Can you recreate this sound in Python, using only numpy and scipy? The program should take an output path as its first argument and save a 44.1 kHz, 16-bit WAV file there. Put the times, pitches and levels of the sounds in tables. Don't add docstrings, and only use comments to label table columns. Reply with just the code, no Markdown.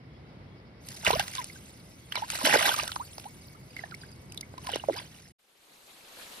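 import sys
import numpy as np
from scipy import signal
from scipy.fft import rfft, irfft, next_fast_len
from scipy.io import wavfile
from scipy.ndimage import uniform_filter1d, map_coordinates

SR = 44100
rng = np.random.default_rng(int(sys.argv[2]) if len(sys.argv) > 2 else 0)


def gain_from_db(level_db):
    decades = np.asarray(level_db, float) / 20
    return 10 ** decades


def generate_wav(sig):
    pcm = np.round(np.clip(np.atleast_2d(sig).T, -1, 1) * 32767).astype(np.int16)
    wavfile.write(sys.argv[1], SR, pcm)


N = 282240

# peak_s, slosh_db, rise_s, fall_s, fizz_db
WATER_SURGES = [(0.9, -50.5, 0.076, 0.98, 2.5), (1.068, -29, .025, .07, -8.5), (1.125, -33, .06, .14, -15),
                (1.2, -36.5, .04, .05, -10.5), (1.367, -43, 0.16, 0.11, 0),
                (2.166, -37, 0.059, 0.11, -11.5), (2.335, -39.5, 0.073, .25, 2),
                (2.469, -27.5, .07, .2, -4), (2.544, -26.5, .15, .22, -9.5), (2.669, -29.5, .2, .16, -1.5),
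                (2.799, -35, 0.099, 0.096, -2.5), (3.191, -62, .03, 0.36, 6.5),
                (3.786, -51, 0.11, 0.21, -5.5), (4.036, -56, 0.16, 0.11, -5), (4.649, -52, .04, 0.23, 1),
                (4.75, -37.5, 0.12, 0.051, -13.5), (4.983, -44, 0.16, 0.14, -7), (5.2, -53.5, .5, .6, 1.5)]
# start_s, start_hz, later_hz, level_db, t60_ms
AIR_POCKETS = [(1.05, 1390, 1260, -20, 13), (1.066, 2600, 2520, -1, 3.2), (1.073, 930, 410, -13.5, 23),
               (1.105, 660, 820, -2.5, 5.8), (1.13, 896, 1110, -16, 34), (1.131, 410, 480, -17, 33),
               (1.154, 540, 694, -17.5, 35), (1.197, 790, 804, -12.5, 14), (1.202, 1382, 1730, -20, 22),
               (1.382, 3550, 3640, -18.5, 3.1), (1.38, 1087, 960, -23.5, 73),
               (1.416, 2120, 2050, -26.5, 6.8), (1.499, 2130, 2170, -31.5, 13),
               (1.557, 1550, 1565, -39.5, 20), (2.121, 2770, 3260, -21, 12), (2.158, 2350, 2176, -21.5, 20),
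               (2.163, 4290, 3680, -20.5, 18), (2.171, 910, 996, -20.5, 20), (2.221, 820, 940, -19.5, 46),
               (2.438, 224, 294, -17.5, 40), (2.453, 1750, 1860, -8.5, 5.9), (2.464, 1700, 1880, -9.5, 5.2),
               (2.485, 596, 630, -17, 12), (2.527, 1580, 1810, -6, 8.3), (2.547, 840, 866, -12, 25),
               (2.558, 663, 450, -4.5, 12.7), (2.691, 3600, 3220, -8, 5.5), (2.612, 610, 750, -18.5, 37),
               (2.714, 1470, 1525, -17.5, 23), (2.741, 1220, 1230, -13, 9.4),
               (2.788, 1170, 1206, -14.5, 19), (2.798, 2460, 2720, -10.5, 4.3),
               (2.892, 1415, 1380, -24.5, 9.5), (2.962, 1070, 1060, -13, 5.6), (2.997, 800, 1156, -24, 56),
               (3.182, 1060, 645, -25.5, 5.4), (3.254, 720, 920, -29, 44), (3.548, 1150, 1350, -42.5, 30),
               (3.765, 2020, 2170, -24, 14.5), (3.791, 2040, 2040, -23.5, 13), (3.837, 760, 710, -26, 15),
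               (3.837, 1790, 1760, -25, 18), (3.919, 1560, 1275, -31.5, 30),
               (3.942, 2080, 2220, -26.5, 10.4), (4.035, 1570, 1630, -31.5, 7.2),
               (4.376, 3800, 3600, -18.5, 4.2), (4.429, 2090, 2210, -33, 19), (4.54, 698, 501, -24, 2.6),
               (4.579, 1020, 1034, -30, 22), (4.669, 1062, 981, -28, 49), (4.691, 920, 750, -17, 10.6),
               (4.735, 518, 463, -21.5, 19.5), (4.736, 3100, 2860, -16, 10), (4.759, 750, 383, -11, 6.4),
               (4.797, 2910, 2830, -28.5, 11), (4.838, 1030, 640, -20, 10.6), (4.886, 550, 578, -6.5, 15.6),
               (4.897, 650, 507, -7, 8.3), (4.905, 424, 310, -19, 25), (4.925, 259, 516, -32.5, 83),
               (4.953, 648, 1157, -34.5, 87), (4.981, 4780, 4930, -28.5, 16),
               (4.989, 3400, 3430, -26.5, 9.9)]
# start_s, high_db, mid_db
SPRAY_BURSTS = [(0.886, -29.5, -18), (1.048, -21.5, -18), (1.108, -20.5, 3.5), (1.195, -20, 4),
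                (1.2797, -30.5, 0.5), (1.351, -27, -6), (1.3716, -36, 6), (1.442, -27, -30),
                (2.122, -33.5, 4.5), (2.1548, -27, 7.5), (2.3009, -22.5, 1), (2.431, -30, -5),
                (2.599, -26, 1.5), (2.654, -30, -11), (2.671, -27, -7), (2.716, -38, -1),
                (2.7865, -28.5, -7), (2.877, -24.5, 5), (2.917, -35.5, 9.5), (2.958, -29, -3.5),
                (3.1803, -35, 2), (3.197, -39.5, 2), (3.241, -54, 16), (3.765, -41.5, 5), (3.9103, -63, 24),
                (3.9461, -35.5, -35), (4.1154, -47, -19), (4.16, -53, -15), (4.3207, -34, -36),
                (4.3442, -42, 0), (4.374, -32, -33), (4.409, -26.5, -19), (4.579, -42, 6.5),
                (4.668, -33, 6), (4.716, -28.5, -25), (4.757, -27.5, 2), (4.939, -37.5, -7)]
# start_s, level_db, t60_s
HAND_PLUNGE = (1.06, -36, 0.49)
# frequency_hz, level_db
SLOSH_COLOUR = [(150, -16), (350, -41), (700, -5.5), (3000, -3.5), (5000, -7), (8000, -36)]
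FIZZ_COLOUR = [(800, -38), (2500, -7), (6000, -4), (12000, -9), (13500, -10), (15500, -30.5)]
FOAM_COLOUR = [(1000, -14), (2500, 1), (11000, -4), (15000, -9)]
# frequency_hz, phase_rad
PORT_PHASE = [(0, 0), (1040, -1.9), (1150, -3.1), (1380, -5.9), (2500, -5), (3300, -10), (4300, -12.2),
              (7300, -9.42), (16300, 0)]
# frequency_hz, level_db
NEAR_SHADOW = [(250, -1), (600, -7), (1200, -3.5), (3000, -3.5), (6000, 0)]
# frequency_hz, likeness_0_to_1
NEAR_LIKENESS = [(350, .95), (1000, 0.7), (5000, 0.5), (6800, 0.95)]
FAR_LIKENESS = [(150, 0.97), (400, 0.96), (1200, 0.016), (5000, 0.056), (6800, 1)]
# start_s, level_db
CRICKET_CHIRPS = [(3.409, -52), (3.699, -51), (4.006, -51), (4.289, -53)]
# start_s, level_db
FROG_CALLS = [(0.071, -62), (0.46, -58), (1.961, -56)]
# centre_hz, width_hz, level_db, flutter_knots_per_s
CHORUS_BANDS = [(2060, 370, -71, 150), (2234, 64, -71.5, 14), (4916, 1200, -74, 36)]
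# frequency_hz, level_db
RUMBLE_COLOUR = [(30, -35.5), (55, -5), (130, 1), (250, -8), (700, -17.5), (4000, -32), (6000, -44),
                 (12900, -57.5)]
# time_s, level_db
FLAME_LEVEL = [(5.385, -72), (5.55, -66), (5.75, -59), (5.9, -56.5), (6.06, -56), (6.22, -49.5),
               (6.4, -49.5)]
# frequency_hz, level_db
ROAR_COLOUR = [(35, -29), (200, -6.5), (550, -1.5), (1500, -5), (2900, -4.5), (4300, -4.5), (6500, -25.5)]
HISS_COLOUR = [(2500, -4), (7500, -2)]
# frequency_hz, likeness
FLAME_LIKENESS = [(150, 0.93), (1500, 0.028), (8000, 0.32)]
# fade_start_s, ditch_out_s, kitchen_in_s
SCENE_CHANGE = (4.98, 5.322, 5.385)
# ditch_hz, kitchen_hz
BAND_TOPS = (15600, 13200)

STIR_S = 0.775
FIZZ_SPREADS = 1.3
TRICKLE_DB = -66.5
CALM_DB, WILD_DB = -65.5, -48.5
CROWDING = 0.4
FOAM_S = 0.13
SETTLE_DB, SETTLE_FOLLOWS = -22, 0.68
STROKE_S = 0.037


def water():
    slosh_db, fizz_db = churn()
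    wild = np.clip((fizz_db - CALM_DB) / (WILD_DB - CALM_DB), 0.3, 1)
    lumps = wild * wobble(110)
    slosh = gain_from_db(slosh_db - 4.5 + 3.8 * lumps) * noise(SLOSH_COLOUR, patchy_db=4.5)
    crackle_db = 3.5 * wild * wobble(280)
    fizz = gain_from_db(fizz_db + 2.5 * lumps + crackle_db) * noise(FIZZ_COLOUR, patchy_db=5)
    ringing = ringing_air(slosh_db + 2 * lumps)
    pair = slosh + fizz + settling_foam(fizz_db) + spray() + heave(slosh_db) + thud()
    pair = pair + [ringing, scattered(ringing, t60=0.051)]
    return ports(pair, NEAR_LIKENESS, NEAR_SHADOW)


def churn():
    t = np.arange(N) / SR
    slosh, fizz = np.zeros(N), np.full(N, gain_from_db(2 * TRICKLE_DB))
    for peak_s, db, rise, fall, fizz_db in WATER_SURGES:
        away_db = 20 * np.where(t < peak_s, (peak_s - t) / rise, (t - peak_s) / fall)
        slosh += gain_from_db(2 * (db - away_db))
        fizz += gain_from_db(2 * (db + fizz_db - away_db / FIZZ_SPREADS))
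    still_db = np.interp(t, (STIR_S, STIR_S + 0.039), (-40, 0))
    return [10 * np.log10(power + 1e-12) + still_db for power in (slosh, fizz)]


def ringing_air(churn_db):
    start_s, hz, later_hz, db, t60_ms = np.transpose(AIR_POCKETS)
    pockets = rings(start_s, hz, later_hz, db, t60_ms / 1000, attack=0.083)
    froth = grains(churn_db - 1.5, low_hz=480, span=8, cycles=24, count=1100)
    droplets = grains(churn_db, low_hz=1600, span=3.4, cycles=16, count=1200)
    return filtered(pockets + froth + droplets, lambda hz: hz ** 2 / (hz ** 2 + 220 ** 2))


def grains(level_db, low_hz, span, cycles, count):
    draw = rng.random((count, 4))
    crowd = np.cumsum(gain_from_db(CROWDING * uniform_filter1d(level_db, size=2000)))
    start_s = np.interp(draw[:, 0], crowd / crowd[-1], np.arange(N) / SR)
    hz = low_hz * span ** draw[:, 1]
    later_hz = hz * (1.11 + 0.19 * draw[:, 3])
    db = level_db[(start_s * SR).astype(int)] - 4.18 * np.log(draw[:, 2] + 0.018)
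    return rings(start_s, hz, later_hz, db, np.minimum(cycles / hz, 0.018), attack=0.009)


def rings(start_s, hz, later_hz, db, t60, attack):
    t = np.arange(int(np.max(t60) * SR)) / SR
    columns = (start_s, hz, later_hz, db, t60)
    start_s, hz, later_hz, db, t60 = (np.asarray(c, float)[:, None] for c in columns)
    glide = (later_hz - hz) / (t60 / 3)
    swell = gain_from_db(db - 60 * (t / t60) ** 1.74) * (1 - np.exp(-t / (attack * t60)))
    body = swell * np.sin(2 * np.pi * np.abs(hz + glide * t / 2) * t)
    where = (start_s * SR).astype(int) + np.arange(len(t))
    return np.bincount(where.ravel(), body.ravel(), N + SR)[:N]


def spray():
    t, high, mid = np.arange(SR // 10) / SR, np.zeros(N), np.zeros(N)
    for start_s, db, mid_db in SPRAY_BURSTS:
        burst = gain_from_db(db - 60 * (t / 0.012) ** 1.61) * (1 - np.exp(-t / 0.0012))
        high[round(start_s * SR):][:len(t)] += burst
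        mid[round(start_s * SR):][:len(t)] += gain_from_db(mid_db) * burst
    return high * noise(FIZZ_COLOUR, patchy_db=3) + mid * noise(SLOSH_COLOUR, patchy_db=3)


def heave(slosh_db):
    colour = [(25, -27), (200, -12.5), (400, -8.5), (900, -30.5)]
    return gain_from_db(2 * slosh_db + 16.0) * noise(colour, patchy_db=2.0)


def thud():
    start_s, db, t60 = HAND_PLUNGE
    since = np.maximum(np.arange(N) / SR - start_s, 0)
    level = gain_from_db(db - 60 * (since / t60) ** 2) * (1 - np.exp(-since / 0.018))
    return level * noise([(25, -23.5), (55, -5.5), (200, -6.0), (350, -24.5)], patchy_db=6.0)


def settling_foam(fizz_db):
    keep = np.exp(-1 / (FOAM_S * SR))
    foam_db = 10 * np.log10(signal.lfilter([1 - keep], [1, -keep], gain_from_db(2 * fizz_db)))
    stirred = np.clip((np.arange(N) / SR - STIR_S) / 0.048, 0, 1)
    return stirred * gain_from_db(SETTLE_DB + SETTLE_FOLLOWS * foam_db) * noise(FOAM_COLOUR, patchy_db=6.5)


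def night():
    calls = scattered(frog(), t60=0.23)
    calls = calls + cricket()
    pair = rumble() + chorus() + [calls, scattered(calls, t60=0.031)]
    return ports(pair, FAR_LIKENESS, [(1000, 0.0034)])


def cricket():
    out = np.zeros(N)
    for start_s, db in CRICKET_CHIRPS:
        at = start_s + STROKE_S * np.arange(4)
        out += strokes(at, 5050, 4620, db + rng.normal(0, 4.0, 4), length=0.024)
    return out


def frog():
    out = np.zeros(N)
    for start_s, db in FROG_CALLS:
        at = start_s + 0.015 * np.arange(6) + rng.normal(0, 0.0044, 6)
        pulse_db = db + np.linspace(-6, 0, 6) + rng.normal(0, 3.5, 6)
        out += strokes(at, 3100, 3550, pulse_db, length=0.011)
    return out


def strokes(starts, hz, end_hz, db, length):
    t = np.arange(int(length * SR)) / SR
    tone = np.hanning(len(t)) * np.sin(2 * np.pi * (hz + (end_hz - hz) * t / length / 2) * t)
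    hits = np.bincount((np.asarray(starts) * SR).astype(int), gain_from_db(db), N)
    return signal.fftconvolve(hits, tone)[:N]


def chorus():
    out = np.zeros((2, N))
    for hz, width_hz, db, rate in CHORUS_BANDS:
        inner = width_hz / 3
        colour = [(hz - width_hz, -40), (hz - inner, 0), (hz + inner, 0), (hz + width_hz, -40)]
        out += gain_from_db(db + 2.4 * wobble(rate) + 0.89 * wobble(0.46)) * noise(colour, patchy_db=-1.0)
    return out


def rumble():
    return gain_from_db(-50.5) * gain_from_db(1.2 * wobble(3)) * noise(RUMBLE_COLOUR, patchy_db=0.63)


def torch():
    time_s, db = np.transpose(FLAME_LEVEL)
    flame_db = np.interp(np.arange(N) / SR, time_s, db, left=-120, right=db[-1])
    flutter = wobble(30)
    roar = gain_from_db(flame_db + 1.3 * flutter) * noise(ROAR_COLOUR, patchy_db=2)
    hiss = gain_from_db(flame_db + 1.0 + 0.39 * flutter) * noise(HISS_COLOUR, patchy_db=2.5)
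    turn = lambda hz: np.arccos(np.clip(along(FLAME_LIKENESS, hz), -1, 1)) / 2
    mid, side = filtered(roar + hiss, lambda hz: np.array([np.cos(turn(hz)), np.sin(turn(hz))]))
    lean = lambda hz: gain_from_db(along([(500, 2.03), (2500, 0.15)], hz) * [[1], [-1]])
    return filtered(np.array([mid + side, mid - side]), lean)


def ports(pair, alike, shadow):
    phase_hz, rad = np.transpose(PORT_PHASE)

    def left_mix(hz):
        same = np.clip(along(alike, hz), 0, 1)
        copy = same * np.exp(1j * np.interp(hz, phase_hz, rad))
        return gain_from_db(along(shadow, hz)) * [copy, np.sqrt(1 - same ** 2)]

    return np.array([filtered(pair, left_mix).sum(0), pair[0]])


def scattered(x, t60):
    tail = rng.standard_normal(1500) * gain_from_db(-60 * np.arange(1500) / SR / t60)
    return signal.fftconvolve(x, tail / np.linalg.norm(tail))[:N]


def noise(spectrum, patchy_db):
    z = signal.stft(rng.standard_normal((2, N)), nperseg=256)[2]
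    field = uniform_filter1d(rng.standard_normal(z.shape[1:]), size=5, axis=0)
    field = uniform_filter1d(field, size=4, axis=1)
    pair = signal.istft(z * gain_from_db(patchy_db * unit(field)), nperseg=256)[1][:, :N]
    return unit(filtered(pair, lambda hz: gain_from_db(along(spectrum, hz))))


def wobble(rate):
    return map_coordinates(rng.standard_normal(int(N * rate / SR) + 4), [np.arange(N) * rate / SR])


def filtered(x, response):
    m = next_fast_len(N + 8192)
    return irfft(rfft(x, m) * response(np.fft.rfftfreq(m, 1 / SR)), m)[..., :N]


def along(points, hz):
    f, v = np.transpose(points)
    return np.interp(np.log(hz + 1), np.log(f + 1), v)


def unit(x):
    return x / np.sqrt(np.mean(x ** 2) + 1e-20)


def scene():
    t = np.arange(N) / SR
    fade_s, out_s, in_s = SCENE_CHANGE
    ditch_top, kitchen_top = BAND_TOPS
    ditch = filtered(water() + night(), lambda hz: np.clip((ditch_top - hz) / 150, 0, 1))
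    kitchen = filtered(torch(), lambda hz: np.clip((kitchen_top - hz) / 150, 0, 1))
    fade = gain_from_db(np.interp(t, (fade_s, out_s), (0, -9))) * np.clip((out_s - t) / 0.004, 0, 1)
    return ditch * fade + kitchen * np.clip((t - in_s) / 0.0093, 0, 1)


def roll_off(x):
    return signal.sosfilt(signal.butter(12, 16650, fs=SR, output="sos"), x)


def record(dry):
    return roll_off(dry)


dry = scene()
out = record(dry)
generate_wav(out)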